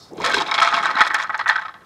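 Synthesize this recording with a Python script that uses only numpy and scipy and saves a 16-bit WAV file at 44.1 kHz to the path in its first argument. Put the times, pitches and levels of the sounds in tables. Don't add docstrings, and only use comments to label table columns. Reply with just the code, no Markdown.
import sys
import numpy as np
from scipy import signal
from scipy.fft import rfft, irfft, next_fast_len
from scipy.io import wavfile
from scipy.ndimage import uniform_filter1d

SR = 44100
rng = np.random.default_rng(int(sys.argv[2]) if len(sys.argv) > 2 else 0)


def voltage_ratio(level):
    return 10 ** (np.asarray(level, float) / 20)


def store_pcm(level_fs):
    pcm = np.round(np.clip(level_fs, -1, 1) * 32767).astype(np.int16)
    wavfile.write(sys.argv[1], SR, np.atleast_2d(pcm).T)


N = 81585

# time in seconds, level in dB, share of metal in dB, strongest deck pitch
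# in Hz, which drifts as the board rolls away.
ROLL = [(.14, -52, -7, 830), (.3, -26.5, 4.5, 1320), (.45, -25, -13.5, 1040), (.64, -18.5, -11.5, 1110),
        (.8, -19, -13, 1260), (.94, -22, -20, 1364), (1.2, -20.5, -18, 1550), (1.28, -26, -18.5, 1330),
        (1.44, -26, -18, 1600), (1.55, -23, -44, 1550), (1.72, -38.5, -15.5, 1380),
        (1.85, -41.5, -15, 1290)]


def unit(x):
    return x / np.sqrt(np.mean(x ** 2))


def colour(x, points):
    hz, db = np.array(points, float).T
    bin_hz = np.arange(1, 2050) * SR / 4096
    response_db = np.interp(np.log(bin_hz), np.log(hz), db, -90, -90)
    cepstrum = irfft(np.log(voltage_ratio(response_db)))
    cepstrum[1:2048] *= 2
    cepstrum[2049:] = 0
    impulse = irfft(np.exp(rfft(cepstrum)))
    impulse = unit(impulse) / 64
    size = next_fast_len(len(x) + 4096)
    return irfft(rfft(x, size) * rfft(impulse, size), size)[:len(x)]


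def band(x, edges_hz):
    return signal.sosfilt(signal.butter(2, edges_hz, "bandpass", fs=SR, output="sos"), x)


def walk(rate_hz):
    hold = int(SR / rate_hz)
    steps = np.repeat(rng.standard_normal(N // hold + 1), hold)
    smooth = uniform_filter1d(uniform_filter1d(steps, hold), hold)
    return unit(smooth[:N])


def narrow(width_hz):
    pole = np.exp(-np.pi * width_hz / SR)
    noise = rng.standard_normal(N) + 1j * rng.standard_normal(N)
    z = signal.lfilter([1], [1, -pole], noise)
    return z / np.sqrt(np.mean(np.abs(z) ** 2) / 2)


def train(times, sizes):
    return np.bincount(np.clip((times * SR).astype(int), 0, N - 1), sizes, N)


def burst(times, sizes, decay_s, points):
    rise_s = 0.00059
    power = signal.lfilter([1], [1, -np.exp(-2 / (decay_s * SR))], train(times, sizes ** 2))
    keep = np.exp(-1 / (rise_s * SR))
    power = signal.lfilter([1 - keep], [1, -keep], power)
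    return colour(np.sqrt(np.abs(power)) * rng.standard_normal(N), points)


def ring(times, sizes, modes, focus_db=0, fade_db=0):
    mode_scatter, upper_hz = 0.87, 2100
    mix = 1 + mode_scatter * rng.standard_normal((len(times), len(modes)))
    focus_hz = np.interp(times, np.array(ROLL)[:, 0], np.array(ROLL)[:, -1])
    out = 0
    for k, (hz, width_hz, db) in enumerate(modes):
        if hz > upper_hz:
            loss_db = fade_db * times
        else:
            loss_db = focus_db * np.log2(hz / focus_hz) ** 2
        strikes = train(times, sizes * mix[:, k] * voltage_ratio(db - loss_db))
        r = np.exp(-np.pi * width_hz / SR)
        w = 2 * np.pi * hz / SR
        mode = signal.lfilter([0, np.sin(w)], [1, -2 * r * np.cos(w), r * r], strikes)
        out = out + (-1) ** k * mode
    return out / np.sqrt(sum(voltage_ratio(2 * db) for _, _, db in modes))


def struck(rows, t60_s, push_s, gain_db=0):
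    out = np.zeros(N)
    for s, db, hz in rows:
        first, last = int(s * SR) + 1, int((s + t60_s) * SR)
        u = np.arange(N)[first:last] / SR - s
        level = voltage_ratio(db + gain_db - 60 * u / t60_s) * (1 - np.exp(-u / push_s))
        out[first:last] += level * np.sin(2 * np.pi * hz * u)
    return out


def scuff(t):
    # frequency in Hz, strength in dB per Hz.
    hiss_colour = [(1470, -54), (2500, -63), (3630, 0), (3950, -5), (4270, -1), (5270, -5), (6700, -11),
                   (14500, -36), (16000, -56)]
    # pitch in Hz, width in Hz, level in dB.
    sole = [(3760, 97, -5), (4370, 43, -2.5), (5110, 61, 0), (5500, 40, 0)]
    level_db, end_s, fade_s, ridges_db = -49, 0.068, 0.026, -1.5
    fade = voltage_ratio(level_db + 2.0 * walk(64)) / (1 + np.exp((t - end_s) / fade_s))
    hiss = unit(colour(rng.standard_normal(N), hiss_colour))
    ridges = 0
    for hz, width_hz, db in sole:
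        ridges = ridges + voltage_ratio(db) * (narrow(width_hz) * np.exp(2j * np.pi * hz * t)).real
    return fade * (hiss + voltage_ratio(ridges_db) * unit(ridges))


def air(t):
    # frequency in Hz, strength in dB per Hz.
    hush_colour = [(59, -41), (100, -3), (471, -7.5), (1280, -9.5), (1390, -12.5), (1580, -15), (2690, -25),
                   (13200, -34.5), (16000, -47)]
    hush_db = -55.5
    # frequency in Hz, strength in dB per Hz.
    wind_colour = [(20, -31), (35, -14), (55, -2), (140, -2), (200, 5), (300, -35)]
    wind_db, gust_db = -64, 1.5
    early_db, early_s = 5, .2
    hush_level = voltage_ratio(hush_db + early_db * (t < early_s) + walk(9.8))
    hush = hush_level * unit(colour(rng.standard_normal(N), hush_colour))
    wind = voltage_ratio(wind_db + gust_db * walk(5.3)) * unit(colour(rng.standard_normal(N), wind_colour))
    return hush + wind


def hollow(t):
    # time in seconds, level in dB, pitch in Hz.
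    hum = [
        (.11, -59, 350),
        (0.163, -42.5, 356.8),
        (.265, -31, 530.7),
        (.33, -39, 473.6),
        (.39, -29.5, 409),
        (.48, -68, 402),
    ]
    s, db, hz = np.array(hum).T
    turn = np.exp(2j * np.pi * np.cumsum(np.interp(t, s, hz)) / SR)
    return voltage_ratio(np.interp(t, s, db, -99, -99)) * (narrow(50) * turn).real


def hits():
    # start in seconds, level in dB, pitch in Hz.
    thuds = [
        (0.121, -28.5, 358),
        (0.133, -24, 352),
        (0.183, -22, 364),
        (0.345, -18, 414),
        (0.374, -20, 320),
        (0.738, -26.5, 222),
        (0.953, -23.5, 265),
        (1.007, -21, 247),
    ]
    # start in seconds, level in dB, pitch in Hz.
    knocks = [(.202, -14.5, 960), (0.2387, -11, 1024), (0.304, -10.5, 1586), (.336, -5.5, 1528),
              (.344, -6, 1610), (.369, -9, 950), (.415, -11.5, 930), (.579, -7.5, 1262), (0.585, -3, 1273),
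              (0.618, 0.5, 1298), (0.627, -3, 1270), (.674, -4.5, 1299), (.689, -8.5, 1250),
              (.719, -8.5, 1250), (.832, -10, 1270), (.856, -8.5, 1127), (.967, -6, 1297), (.986, -6, 1080),
              (1.006, -2, 1330), (1.147, -4.5, 1770), (1.295, -8, 1272), (1.343, -10.5, 1550),
              (1.394, -11.5, 1573), (1.491, 0, 1760), (1.508, -7, 1573), (1.559, -7.5, 1530),
              (1.584, -9, 1570), (1.652, -17, 1270)]
    # start in seconds, level in dB, pitch in Hz.
    pings = [
        (.463, -24, 3710),
        (0.489, -20, 3700),
        (.513, -12.5, 3760),
        (0.514, -17.5, 5280),
        (.545, -24, 3760),
        (.580, -9.5, 3410),
        (.955, -19, 3920),
    ]
    # start in seconds, level in dB.
    ticks = [(0.1326, -41), (0.1705, -39), (0.2009, -33), (0.2488, -17), (0.262, -17), (0.2957, -20.5),
             (0.3411, -18.5), (0.3611, -25), (0.3714, -25), (0.405, -35), (0.511, -28.5), (0.546, -29),
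             (0.6044, -22), (0.6217, -23), (0.628, -16), (0.6734, -31), (0.741, -43), (0.763, -30),
             (0.834, -25), (0.8535, -39), (0.9065, -37), (0.953, -37), (0.9664, -42), (1.016, -25),
             (1.064, -27), (1.0735, -20.5), (1.1428, -12.5), (1.187, -31), (1.216, -31), (1.235, -27),
             (1.298, -41), (1.3763, -30.5), (1.4753, -28), (1.487, -20), (1.5974, -46), (1.707, -56),
             (1.7918, -61)]
    # frequency in Hz, strength in dB per Hz.
    tick_colour = [(4000, -4), (6500, 1), (13500, -24), (16000, -50)]
    tick_band = [3600, 20000]
    s, db = np.array(ticks).T
    out = band(burst(s, voltage_ratio(db - 7.5), 0.0029, tick_colour), tick_band)
    out = out + struck(thuds, t60_s=0.035, push_s=0.001)
    out = out + struck(pings, t60_s=0.024, push_s=0.00044)
    return out + struck(knocks, t60_s=0.047, push_s=0.0003, gain_db=-4)


def board(times, sizes, metal, treble_db=0):
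    # pitch in Hz, width in Hz, level in dB.
    deck_modes = [(683.7, 26.6, -5.5), (860.5, 36, -2.5), (930, 163, -1.5), (1075, 39.7, -4.5),
                  (1290, 67.6, -1.5), (1550, 72, -2), (1793, 85, -1.5), (1940, 41.4, -6.5), (2204, 84, 0.5),
                  (2458, 144, -4.5)]
    # pitch in Hz, width in Hz, level in dB.
    axle_modes = [(3333, 116, 0), (3830, 183, 3.5), (3844, 150, 4), (4150, 90, -0.5), (4500, 530, 7.5),
                  (5215, 116, 2)]
    # frequency in Hz, strength in dB per Hz.
    body_colour = [(290, -68), (500, -21), (1280, 1), (2800, -20.5), (3640, -20), (6160, -120)]
    # frequency in Hz, strength in dB per Hz.
    crack_colour = [(1650, 12), (2800, 1), (2950, -7), (3260, 4.5), (4560, -12), (5280, -14), (14400, -51),
                    (16000, -61)]
    deck_band = [506, 5260]
    axle_band = [1620, 4400]
    crack_edges = [2540, 5700, 9450, 15400]
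    crack_db = [-2.5, 10, 8.5]
    body_db, knock_s, crack_s, crack_scatter_db = -9, 0.003, .0028, 4.5
    treble_fade_db_per_s = 2

    deck = ring(times, sizes, deck_modes, focus_db=12, fade_db=9)
    knock = voltage_ratio(body_db) * burst(times, sizes, knock_s, body_colour)
    out = band(band(deck, deck_band) + knock, deck_band)
    out = out + band(ring(times, metal, axle_modes), axle_band)

    treble = np.outer(treble_db - treble_fade_db_per_s * times, np.arange(3) > 0)
    scatter = crack_scatter_db * rng.standard_normal((len(times), 3))
    tint = voltage_ratio(np.array(crack_db) + treble + scatter)
    for k in range(3):
        crack = burst(times, metal * tint[:, k], crack_s, crack_colour)
        out = out + band(crack, crack_edges[k:k + 2])
    return out


def rolling(t):
    # frequency in Hz, strength in dB per Hz.
    boom_colour = [(35, -83), (60, -5), (108, -43), (145, -6.5), (235, -6.5), (308, -1), (700, -5.5),
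                   (910, -10), (1540, -120)]
    # time in seconds, level in dB.
    boom_path = [
        (.105, -51),
        (.135, -39),
        (.25, -34.5),
        (.42, -39),
        (.5, -41.5),
        (.8, -43.5),
        (1.25, -52.5),
        (1.85, -82),
    ]
    grit_per_s, grit_scatter_db, patchy_db, boom_patchy_db = 900, 3.0, 1.5, 3.0
    grit_db, metal_gain_db = -12.5, 3.5
    s, db, metal_db, _ = np.array(ROLL).T
    level = np.interp(t, s, db, -90) + patchy_db * walk(35.83)
    times = np.sort(rng.random(int(grit_per_s * N / SR))) * N / SR
    scatter = grit_scatter_db * rng.exponential(size=(2, len(times)))
    tick_db = np.interp(times, t, level) + grit_db
    tick_metal_db = tick_db + np.interp(times, s, metal_db) + metal_gain_db
    grit = board(times, voltage_ratio(tick_db + scatter[0]), voltage_ratio(tick_metal_db + scatter[1]))

    boom_level = np.interp(t, *np.array(boom_path).T, -90) + boom_patchy_db * walk(45.62)
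    return grit + voltage_ratio(boom_level) * unit(colour(rng.standard_normal(N), boom_colour))


def rattle():
    # start in seconds, level in dB, share of metal in dB, rattle length in seconds.
    near_jolts = [(0.179, -25.5, -9, 0.016), (0.208, -16, -11, 0.0082), (0.217, -16.5, -6.5, 0.031),
                  (0.242, -7, -8, 0.023), (0.261, -6.5, -6.5, 0.016), (0.275, -6.5, -16.5, 0.027),
                  (0.293, -10, -24, 0.062), (0.336, -5, 1, 0.017), (0.366, -5.5, -5, 0.027),
                  (0.401, -8, -0.5, 0.019), (0.461, -23, 1.5, 0.02), (0.484, -12, -17, 0.012),
                  (0.512, -5, -13, 0.022), (0.541, -6.5, -3.5, 0.015), (0.578, -2.5, -11.5, 0.03),
                  (0.615, -1, -9.5, 0.015), (0.624, 1, -8.5, 0.023), (0.656, -5, -7.5, 0.031),
                  (0.674, -2, -17, 0.0057), (0.696, -23.5, -1, 0.031), (0.725, -2.5, -21, 0.009),
                  (0.736, -4.5, -8.5, 0.027), (0.766, -2, -15, 0.022), (0.783, -9.5, -13, 0.029),
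                  (0.828, -7.5, -10, 0.034), (0.856, -1.5, -17, 0.031), (0.889, -10, -17, 0.03),
                  (0.903, -8, -9.5, 0.014), (0.92, -34, -30, 0.0031)]
    # start in seconds, level in dB, share of metal in dB, length in seconds.
    far_jolts = [(0.953, -7, -16, 0.024), (0.965, -1, -15.5, 0.015), (0.985, -0.5, -18.5, 0.057),
                 (1.006, 4, -14.5, 0.0044), (1.012, 6, -14, 0.013), (1.032, -17, -7.5, 0.046),
                 (1.049, -6.5, -14, 0.015), (1.067, -3, -10, 0.013), (1.102, -2.5, -18, 0.014),
                 (1.144, 1.5, -13.5, 0.017), (1.183, -9.5, -16, 0.023), (1.198, -6, -17, 0.02),
                 (1.219, -11.5, -8, 0.018), (1.231, -6.5, -21.5, 0.016), (1.297, -4.5, -31.5, 0.01),
                 (1.345, -8.5, -19, 0.016), (1.383, -14.5, -15, 0.02), (1.392, -3.5, -17.5, 0.021),
                 (1.41, -8, -27, 0.0073), (1.459, -6.5, -39, 0.053), (1.479, -6, -13.5, 0.0099),
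                 (1.493, 3, -11.5, 0.0097), (1.507, -5.5, -19, 0.038), (1.556, -3, -18, 0.01),
                 (1.578, -7, -18.5, 0.019), (1.613, -15, -18, 0.03), (1.649, -13, -19, 0.019),
                 (1.682, -18, -20.5, 0.019), (1.741, -21.5, -15, 0.0057), (1.752, -26.5, -22, 0.026)]
    clack_gap_s, clack_scatter_db, jolt_db, jolt_metal_db = .0042, 4, -9, 8
    start, db, metal_db, length_s = np.array(near_jolts + far_jolts).T[:, :, None]
    chance = rng.random((len(start), 3, 16))
    gaps = clack_gap_s * (.4 + 1.2 * chance[:, 0])
    late = np.cumsum(gaps, axis=1) - gaps[:, :1]
    size_db = db + jolt_db + clack_scatter_db * (2 * chance[:, 1] - 1)
    size = voltage_ratio(size_db) * np.exp(-(late / length_s) ** 2)
    metal = size * voltage_ratio(metal_db + jolt_metal_db + clack_scatter_db * (2 * chance[:, 2] - 2))
    return board((start + late).ravel(), size.ravel(), metal.ravel(), treble_db=-3)


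def scene():
    t = np.arange(N) / SR
    mix = scuff(t) + air(t) + hollow(t) + hits() + rolling(t) + rattle()
    return mix[None]


def top_cut(x):
    return signal.sosfilt(signal.butter(12, 16480, fs=SR, output="sos"), x)


def record(dry):
    limit, top_hz = .95, 16300
    soft = dry / (1 + np.abs(dry / limit) ** 6) ** (1 / 6)
    low_pass = signal.ellip(8, .2, 60, top_hz, fs=SR, output="sos")
    return top_cut(signal.sosfilt(low_pass, band(soft, [30, 20000])))


dry = scene()
out = record(dry)
store_pcm(out)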